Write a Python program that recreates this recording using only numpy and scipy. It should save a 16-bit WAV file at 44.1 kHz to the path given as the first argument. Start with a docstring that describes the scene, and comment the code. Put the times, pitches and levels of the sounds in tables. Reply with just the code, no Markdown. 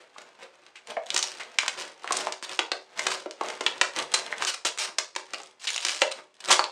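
"""Quiet outdoor air and a faint rustle of the grip, then shears cut round a thin plastic bottle
over a workbench in a walled yard. The wall snaps, ticks and buckles under the blades, tears in runs of tiny
slips that quicken with the force of the hand, and crinkles more in the grip as the cut opens.
Noise bursts make the snaps, pulses the slips and ticks, sines the buckles, random grains the rustle;
everything rings in the hollow shell and off the bench and bricks."""
import sys
import numpy as np
from scipy import signal
from scipy.fft import rfft
from scipy.io import wavfile
from scipy.ndimage import uniform_filter1d

SR = 44100
rng = np.random.default_rng(int(sys.argv[2]) if len(sys.argv) > 2 else 0)


def store_wav(level_fs):
    """Save 16-bit WAV to argv[1]."""
    pcm = np.round(np.clip(np.atleast_2d(level_fs), -1, 1) * 32767)
    wavfile.write(sys.argv[1], SR, pcm.T.astype(np.int16))


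N = 295911
TAPS = 2048  # samples in one short sound or filter
HZ = np.fft.rfftfreq(TAPS, 1 / SR)

# edges of the bands that share out a snap's level: edge_hz
SNAP_EDGES = [280, 800, 1800, 4200, 10000]


def amp(db):
    """Decibels to gain."""
    return 10 ** (np.asarray(db) / 20)


def unit(x):
    """Scales to an rms of one."""
    return x / np.sqrt(np.mean(x ** 2) + 1e-20)


def read(points, hz=HZ):
    """Joins (Hz, value) points on a log-frequency axis."""
    f, value = np.transpose(points)
    return np.interp(np.log(hz + 1), np.log(f + 1), value)


def add(mix, s, sound):
    """Mixes a sound in at time s."""
    part = mix[max(round(s * SR), 0):][:len(sound)]
    part += sound[:len(part)]


def click(db):
    """The sharpest causal pulse with this spectrum (minimum phase)."""
    log_gain = np.log(amp(np.r_[db, db[-2:0:-1]]))
    return np.fft.ifft(np.exp(np.conj(signal.hilbert(log_gain)))).real


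def through(x, response):
    """Passes a sound through an impulse response."""
    return signal.oaconvolve(x, response)[:N]


def yard_air(level_db=-71):
    """Distant outdoor air: steady noise, coloured."""
    # colour of the air: pitch_hz, relative_level_db
    air_colour = [(25, -4.5), (90, 9), (400, 18.5), (3000, 12), (9000, -3.5), (15000, -80)]
    return amp(level_db) * unit(through(rng.standard_normal(N), click(read(air_colour))))


def slip(flutter=0.3, flutter_decay_s=0.0018, patch_db=7):
    """One slip: a sharp pulse, coloured by the patch of wall that flutters beside the blade."""
    # colour of one slip: pitch_hz, relative_level_db
    slip_colour = [(60, -48.5), (200, -23), (450, -4), (900, 1.5), (1800, 2.5), (3200, 7.5), (6000, 3.5),
                   (9000, 1), (14000, -7)]
    t = np.arange(TAPS) / SR
    wall = (t == 0) + flutter * rng.standard_normal(TAPS) * np.exp(-t / flutter_decay_s)
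    octaves = np.log2((HZ + 1) / 4000) - rng.uniform(-1, 1)  # from the patch's own pitch
    patch = 1 / (1 + (10 * octaves) ** 2)
    pulse = through(wall, click(read(slip_colour) + patch_db * patch))[:TAPS]
    return -pulse / np.linalg.norm(pulse)


def grains(per_s, spread_db):
    """Random tiny ticks, a few of them much larger than the rest."""
    size = amp(spread_db * np.minimum(rng.exponential(1, N), 4))
    struck = rng.choice([-1, 1], N) * (rng.random(N) < per_s / SR)
    return unit(size * struck)


def handling(rub_db=-1, crinkle_db=-13.0, crinkle_db_per_s=2.5, waver_db=2):
    """Each shift of the grip swells, wavers and fades: dull rubbing and crinkling from several patches of wall."""
    # shifts of the grip on the bottle: middle_s, half_length_s, relative_level_db
    shifts = [(.01, 0.027, -58.5), (0.226, 0.084, -58.5), (0.431, 0.027, -50), (0.903, 0.022, -42.5),
              (1.14, 0.038, -43), (1.382, 0.29, -55), (1.397, 4.6, -62.5), (1.808, 0.071, -42.5),
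              (2.073, 0.051, -52), (2.193, 0.097, -39.5), (2.508, 0.037, -41.5), (3.082, 0.097, -39),
              (3.48, 0.05, -41.5), (3.692, 0.2, -46.5), (3.99, 0.037, -34.5), (4.126, 0.0084, -43),
              (4.244, 0.13, -44), (4.418, 0.026, -35.5), (4.89, 0.011, -42), (5.37, 0.088, -51),
              (6.177, 0.031, -48), (6.476, 0.049, -42.5), (6.513, 0.023, -25.5)]
    # colour of rubbing: pitch_hz, relative_level_db
    rub_colour = [(50, -62), (120, -15.5), (280, -3.5), (420, 4), (900, 4), (2500, 1), (9000, -15)]
    t = np.arange(N) / SR
    grip = sum(amp(db) * np.exp(-np.minimum(((t - s) / width) ** 2, 20)) for s, width, db in shifts)
    grip = grip * amp(waver_db * unit(uniform_filter1d(rng.standard_normal(N), size=900)))
    dull = unit(through(grains(per_s=1700, spread_db=1.5), click(read(rub_colour))))
    fine = unit(sum(through(grains(per_s=250, spread_db=13.5), slip()) for _ in range(4)))
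    # the wall goes slack as the cut opens, so the same shift crinkles more
    crinkle = fine * amp(crinkle_db + crinkle_db_per_s * t)
    return grip * (dull * amp(rub_db) + crinkle)


def shell(x):
    """The hollow bottle hums at its low modes after each blow."""
    # low modes of the hollow shell: pitch_hz, relative_level_db, t60_s
    shell_modes = [(150, 7, .5), (250, -3.5, .072), (381, 5, .3), (556, -2, .35), (927, -2, .3)]
    t = np.arange(SR // 2) / SR
    response = 0
    for hz, db, t60 in shell_modes:
        per_sample = 2 * np.log(1000) / (t60 * SR)  # evens out long and short modes
        response = response + amp(db - 60 * t / t60) * np.sin(2 * np.pi * hz * t) * per_sample
    return through(x, response)


def ring(x, onset_s=0.0011, turn_hz=3, clump_db=2.0):
    """Reflections arrive in uneven clumps and die away band by band; their pattern shifts as the bottle turns."""
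    # the lingering ring of shell and yard: pitch_hz, relative_level_db, t60_s
    table = np.array([(149, -16.5, 0.5), (454, 1, 0.32), (1100, -1, 0.26), (2980, -5, 0.24),
                      (4850, -4, 0.28), (12000, -9, 0.24)])
    out = np.zeros(N)
    for k in range(3):
        taps = rng.standard_normal(SR // 2) * (rng.random(SR // 2) < .15)  # sparse reflections
        taps *= amp(clump_db * unit(uniform_filter1d(rng.standard_normal(SR // 2), size=100)))
        hz, t, z = signal.stft(unit(taps), SR, nperseg=256)
        db = read(table[:, [0, 1]], hz)[:, None]
        t60 = read(table[:, [0, 2]], hz)[:, None]
        z *= amp(db - 60 * t / t60) * np.sqrt(2 * np.log(1000) / (t60 * SR))
        tail = signal.istft(z, SR, nperseg=256)[1]
        tail *= 1 - np.exp(-np.arange(len(tail)) / SR / onset_s)
        # three patterns take turns at a constant total power
        share = np.cos(np.pi * (turn_hz * np.arange(N) / SR + k / 3)) * np.sqrt(2 / 3)
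        out += through(x * share, tail)
    return out


def crack_bands(level_db, tilt_db, pitch_hz, hump_db, middle_hz=1930, arch_db=1.13):
    """Shares a snap's level out over the bands by its brightness and the resonance of its panel."""
    edges = np.array(SNAP_EDGES)
    centres = np.sqrt(edges[1:] * edges[:-1])
    octaves = np.log2(centres / middle_hz)
    hump = hump_db / (1 + np.log2(centres / pitch_hz) ** 2)
    shape_db = tilt_db * octaves - arch_db * octaves ** 2 + hump
    return level_db + shape_db - 20 * np.log10(np.linalg.norm(amp(shape_db)))


def snap(decay_s, pitch_hz, band_db, panel_db=5, width_hz=330, damping=0.088, hollow=1.0, carried=0.84,
         level_db=-0.5, jerk_db=2.5):
    """A crack runs in jerks, stops short and rings the panel it crosses; returns (direct, spread into shell)."""
    t = np.arange(TAPS) / SR
    jerks = amp(jerk_db * unit(uniform_filter1d(rng.standard_normal(TAPS), size=70)))
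    burst = rng.standard_normal(TAPS) * jerks * np.exp(-.5 * (t / decay_s) ** 2)
    own_db = 10 * np.log10(uniform_filter1d(abs(rfft(burst)) ** 2, size=25))
    edges = np.array(SNAP_EDGES)
    # band levels over 10 ms become energy per frequency bin
    density_db = band_db + 10 * np.log10(SR / 100 * SR / 2 / np.diff(edges))
    centres = np.sqrt(edges[1:] * edges[:-1])
    # a small panel radiates little bass
    skirt_db = read([(30, -90.5), (110, -36.0), (340, -1.5), (700, 1.0), (7000, 2.0), (14000, -12.0)])
    crack_db = read(list(zip(centres, density_db))) + skirt_db - own_db + level_db
    panel = 1 / (1 + ((HZ - pitch_hz) / (width_hz + damping * pitch_hz)) ** 2)
    # the duller the snap, the clearer its pitch
    tock_db = hollow * min(band_db.max() - band_db[-1], 20)
    pitch_db = panel_db * panel + tock_db * (panel - .5)
    # the panel stops at once, so less of its pitch carries into the lingering ring
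    return [through(burst, click(crack_db + share * pitch_db)) for share in (1, carried)]


def snaps():
    """Every crack of the wall, a shaped noise burst each: rows (direct, spread into the shell)."""
    # snaps of the bottle wall: start_s, level_db (over 10 ms, before the panel's ring),
    # brightness_db_per_octave, panel_pitch_hz, hump_db (round that pitch), burst_decay_s
    cracks = [(0.1616, -55.5, -1.5, 1160, 13, 0.0026), (0.1827, -42.5, 0.5, 430.0, -5.5, 0.0037),
              (0.6648, -53.5, 0.5, 4040.0, 5, 0.0026), (0.7554, -45, 2.5, 2430, 5.5, 0.02),
              (0.968, -39, -3.5, 705, 7, 0.0026), (0.968, -37.5, -4, 2040, 6, 0.0025),
              (1.104, -29, 6, 3470, 19, 0.00067), (1.143, -26.5, 11.5, 404, 33, 0.0035),
              (1.163, -23.5, 7, 5650, -11, 0.0024), (1.1762, -27, 11, 7050, -10, 0.0017),
              (1.1806, -29, 3.5, 5140, 10, 0.0011), (1.227, -27, 4.5, 4370, 27, 0.0014),
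              (1.3979, -35.5, 0.5, 2100, 1.5, 0.022), (1.586, -19, 5, 2320, 8.5, 0.0025),
              (1.632, -34.5, 0.5, 1280, 2, 0.0016), (1.6623, -35.5, 4, 1170, 11, 0.0012),
              (1.68, -25, 4, 2820, 0, 0.0022), (2.044, -38, -2, 1080, 0.5, 0.0026),
              (2.076, -35.5, 4.2, 1880, 18, 0.00055), (2.1074, -29, -3, 1100, 1, 0.004),
              (2.122, -25.5, 2, 9150, 16, 0.0055), (2.1678, -27, -0.5, 9300, 27, 0.0057),
              (2.27, -30, 0, 860, 6, 0.0015), (2.323, -33.5, 4.5, 4630, 1, 0.0018),
              (2.426, -34, -2.5, 8350, 3, 0.0015), (2.5908, -21, -0.5, 3130, 2, 0.0032),
              (2.7174, -24.5, -3, 4400, 13.5, 0.0023), (2.993, -29, 2.5, 2140, -7, 0.0041),
              (3.0671, -22.5, 1.5, 1100, -4, 0.0027), (3.117, -31, 4, 1190.0, 9, 0.0036),
              (3.259, -36, -5.5, 404, -9.5, 0.0041), (3.31, -41.5, 2.5, 4800, 10, 0.00089),
              (3.411, -31, -1, 630, 4, 0.0022), (3.4853, -36, 0, 1410, -12, 0.0012),
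              (3.5014, -36, 0, 1910, -5, 0.0028), (3.608, -29.5, 1, 364, 4, 0.003),
              (3.664, -20.5, 0, 3400, 8, 0.002), (3.813, -17.5, 2, 2144, 1.5, 0.0044),
              (3.993, -26.5, -4, 4100, -9, 0.0046), (4.139, -19.5, 2.5, 8400, 4, 0.0062),
              (4.3263, -32, -4.5, 1960, 6.5, 0.00096), (4.423, -27.5, 2, 1370, 6, 0.0012),
              (4.4492, -30, -0.5, 6350, 16, 0.0015), (4.6495, -25, -1.5, 7400, 12, 0.0051),
              (4.9843, -23, 1.5, 5350, 8.5, 0.003), (5.162, -29, 2.5, 870, 1.5, 0.0027),
              (5.3351, -33.5, 0.8, 2060, -4.5, 0.003), (5.401, -44, -1, 910, -8, 0.0027),
              (5.417, -53, 14, 6870, 5, 0.00081), (5.434, -48.5, 1, 7750, 17, 0.0006),
              (5.671, -27.5, 3.5, 3800, 20, 0.013), (5.85, -25.5, 0.9, 5200, 15, 0.0024),
              (5.866, -30.5, 4, 2330, 0, 0.0031), (5.8854, -29.5, 8.5, 2470, 14, 0.0012),
              (5.8931, -31, 5, 2000, 3, 0.0025), (6.018, -18.5, 2, 2600, 3, 0.0026),
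              (6.5017, -23.5, 4, 860, 18.5, 0.0055), (6.5061, -13, 3, 780, -16, 0.02),
              (6.5933, -21.5, 0.2, 960, 5.5, 0.001), (6.641, -30, -2, 4220, 29, 0.0018)]
    out = np.zeros((2, N))
    for s, level_db, tilt_db, pitch_hz, hump_db, decay_s in cracks:
        band_db = crack_bands(level_db, tilt_db, pitch_hz, hump_db)
        for path, sound in zip(out, snap(max(decay_s, .0003), pitch_hz, band_db)):
            add(path, s, sound)
    return out


def ticks(decay_s=0.00065):
    """A crease gives in one go: a slip drawn out into a very short crack."""
    # single sharp ticks: start_s, level_db (over 10 ms)
    creases = [(0.218, -51), (.872, -44.5), (.883, -56), (0.907, -42.5), (1.19, -27.5), (1.231, -30.5),
               (1.24, -31), (2.516, -40), (2.573, -50), (2.977, -57), (2.985, -42), (3.461, -44),
               (4.776, -37), (4.786, -32), (5.152, -42), (5.344, -34.5), (5.643, -39.5), (5.6767, -37),
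               (5.69, -34.5), (5.7035, -30), (5.732, -37.5), (5.744, -33), (5.762, -28.5), (5.779, -30),
               (5.805, -43), (6.116, -36), (6.478, -39), (6.486, -30.5)]
    out, t = np.zeros(N), np.arange(TAPS) / SR
    for s, db in creases:
        crack = through(rng.standard_normal(TAPS) * np.exp(-t / decay_s), slip())
        add(out, s, amp(db) * np.sqrt(SR / 100) * crack / np.linalg.norm(crack))
    return out


def buckles(beat_cycles=4.9, side_share=0.65, low_hz=330):
    """A panel flips and rings with neighbours beating against it; the longer it rings, the closer they lie."""
    # whole panels popping over and ringing on: start_s, pitch_hz, level_db (before the decay), t60_s
    panels = [(.425, 519, -44.5, 0.1), (.915, 680, -35, 0.038), (.973, 652, -23, 0.04),
              (2.718, 677, -28, 0.053), (2.992, 1950, -21.5, 0.019), (3.41, 1080, -22, 0.038),
              (4.141, 4010, -18.5, 0.047), (6.019, 571, -21, 0.097), (6.017, 816, -18, 0.031),
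              (6.508, 912, -12.5, 0.048), (6.594, 852, -24.5, 0.037), (6.593, 4480, -21, 0.031)]
    out, t = np.zeros(N), np.arange(SR // 3) / SR
    for s, hz, db, t60 in panels:
        sides = 0
        for off, turn in rng.uniform(-0.84, 1, size=(8, 2)):
            side_hz = hz + off * beat_cycles / t60
            sides = sides + np.sin(2 * np.pi * (side_hz * t + turn))
        modes = np.sin(2 * np.pi * hz * t) + side_share * sides
        attack = np.minimum(t / .001, 1)
        add(out, s, amp(db - 60 * t / t60) * unit(modes) * attack)
    # the buckles carry nothing below the low mids, so their onsets give no thud
    return signal.sosfilt(signal.butter(2, low_hz, "high", fs=SR, output="sos"), out)


def tears(jitter=0.6, steady_hz=330, uneven_db=5, level_db=-1, db_per_doubling=25):
    """The blade sticks and slips, faster as the force grows; fast runs lock into a nearly regular squeak."""
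    # runs of slips as the blades tear or scrape: start_s, length_s, relative_level_db (midway),
    # swell_db (over the run), slips_per_s (midway)
    runs = [(1.061, 0.049, -50, -3.5, 97), (1.135, 0.041, -47, -3.5, 240), (1.266, 0.14, -46.5, -8.5, 74),
            (1.409, 0.034, -46.5, 7, 78), (1.776, 0.047, -41, 5.5, 147), (2.2, 0.019, -35, 3, 630),
            (2.431, 0.019, -35.5, 3, 910), (2.515, 0.058, -45, -9, 110), (2.977, 0.13, -42, 0.5, 100),
            (3.107, 0.047, -35, -3.5, 235), (3.456, 0.051, -65, 11, 120), (4.146, 0.021, -31, -3, 890),
            (4.415, 0.026, -33.5, 6.5, 900), (4.46, 0.013, -34.5, 20.5, 1330),
            (4.472, 0.033, -25.5, -4, 1480), (4.535, 0.011, -33, 18.5, 720),
            (4.659, 0.021, -27.5, -7.5, 660), (4.666, 0.024, -31, -4, 243), (4.79, 0.069, -29.5, -3.5, 360),
            (5.597, 0.062, -44.5, 16.5, 314), (5.672, 0.12, -39, -1, 193), (5.804, 0.11, -37.5, 2, 170),
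            (5.883, 0.14, -35.5, -3.5, 186), (6.112, 0.013, -34.5, 7.5, 430),
            (6.404, 0.0072, -42, -9.5, 1640)]
    out, kinds = np.zeros(N), [slip() for _ in range(12)]
    for s, length, run_db, swell_db, mid_rate in runs:
        loose = 1 / (1 + (mid_rate / steady_hz) ** 4)  # near 0 in a locked, regular run
        u = 0  # share of the run that is cut
        for late, size, kind in rng.uniform(-1, 1, (120, 3)):
            if u >= 1:
                break
            force_db = swell_db * (u - .5)
            # a harder squeeze is louder and faster
            rate = mid_rate * 2 ** (force_db / db_per_doubling)
            slip_db = level_db + run_db + force_db + uneven_db * loose * size
            gain = amp(slip_db) * np.sqrt(SR / rate)
            add(out, s + u * length, gain * kinds[int(abs(kind) * len(kinds))])
            u += np.exp(late * jitter * loose) / rate / length
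    return out


def scene():
    """The cutting, its ring and the quiet yard."""
    direct, spread = snaps() + buckles() + tears() + ticks() + handling()  # only snaps differ by path
    hum = shell(spread)
    air = yard_air()
    return (direct + hum + ring(spread + hum) + air)[None]


def record(dry, ceiling=0.86, lopsided=0.003, edge_hz=14600):
    """Loud peaks round off unevenly, adding a faint thud; then the microphone's colour and the band limit."""
    # microphone colour: pitch_hz, gain_db
    mic_colour = [(20, -9), (70, 1.5), (8000, 0.5), (9500, -2.5), (10400, -15), (11200, -36),
                  (12200, -11.5), (13300, -19.5), (14500, -29.5)]
    bent = ceiling * np.tanh(dry[0] / ceiling)
    heard = through(bent + lopsided * bent ** 2, click(read(mic_colour)))
    band_limit = signal.firwin(255, edge_hz, window=("kaiser", 8), fs=SR)
    return signal.oaconvolve(heard, band_limit, "same")[None]


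dry = scene()
out = record(dry)
store_wav(out)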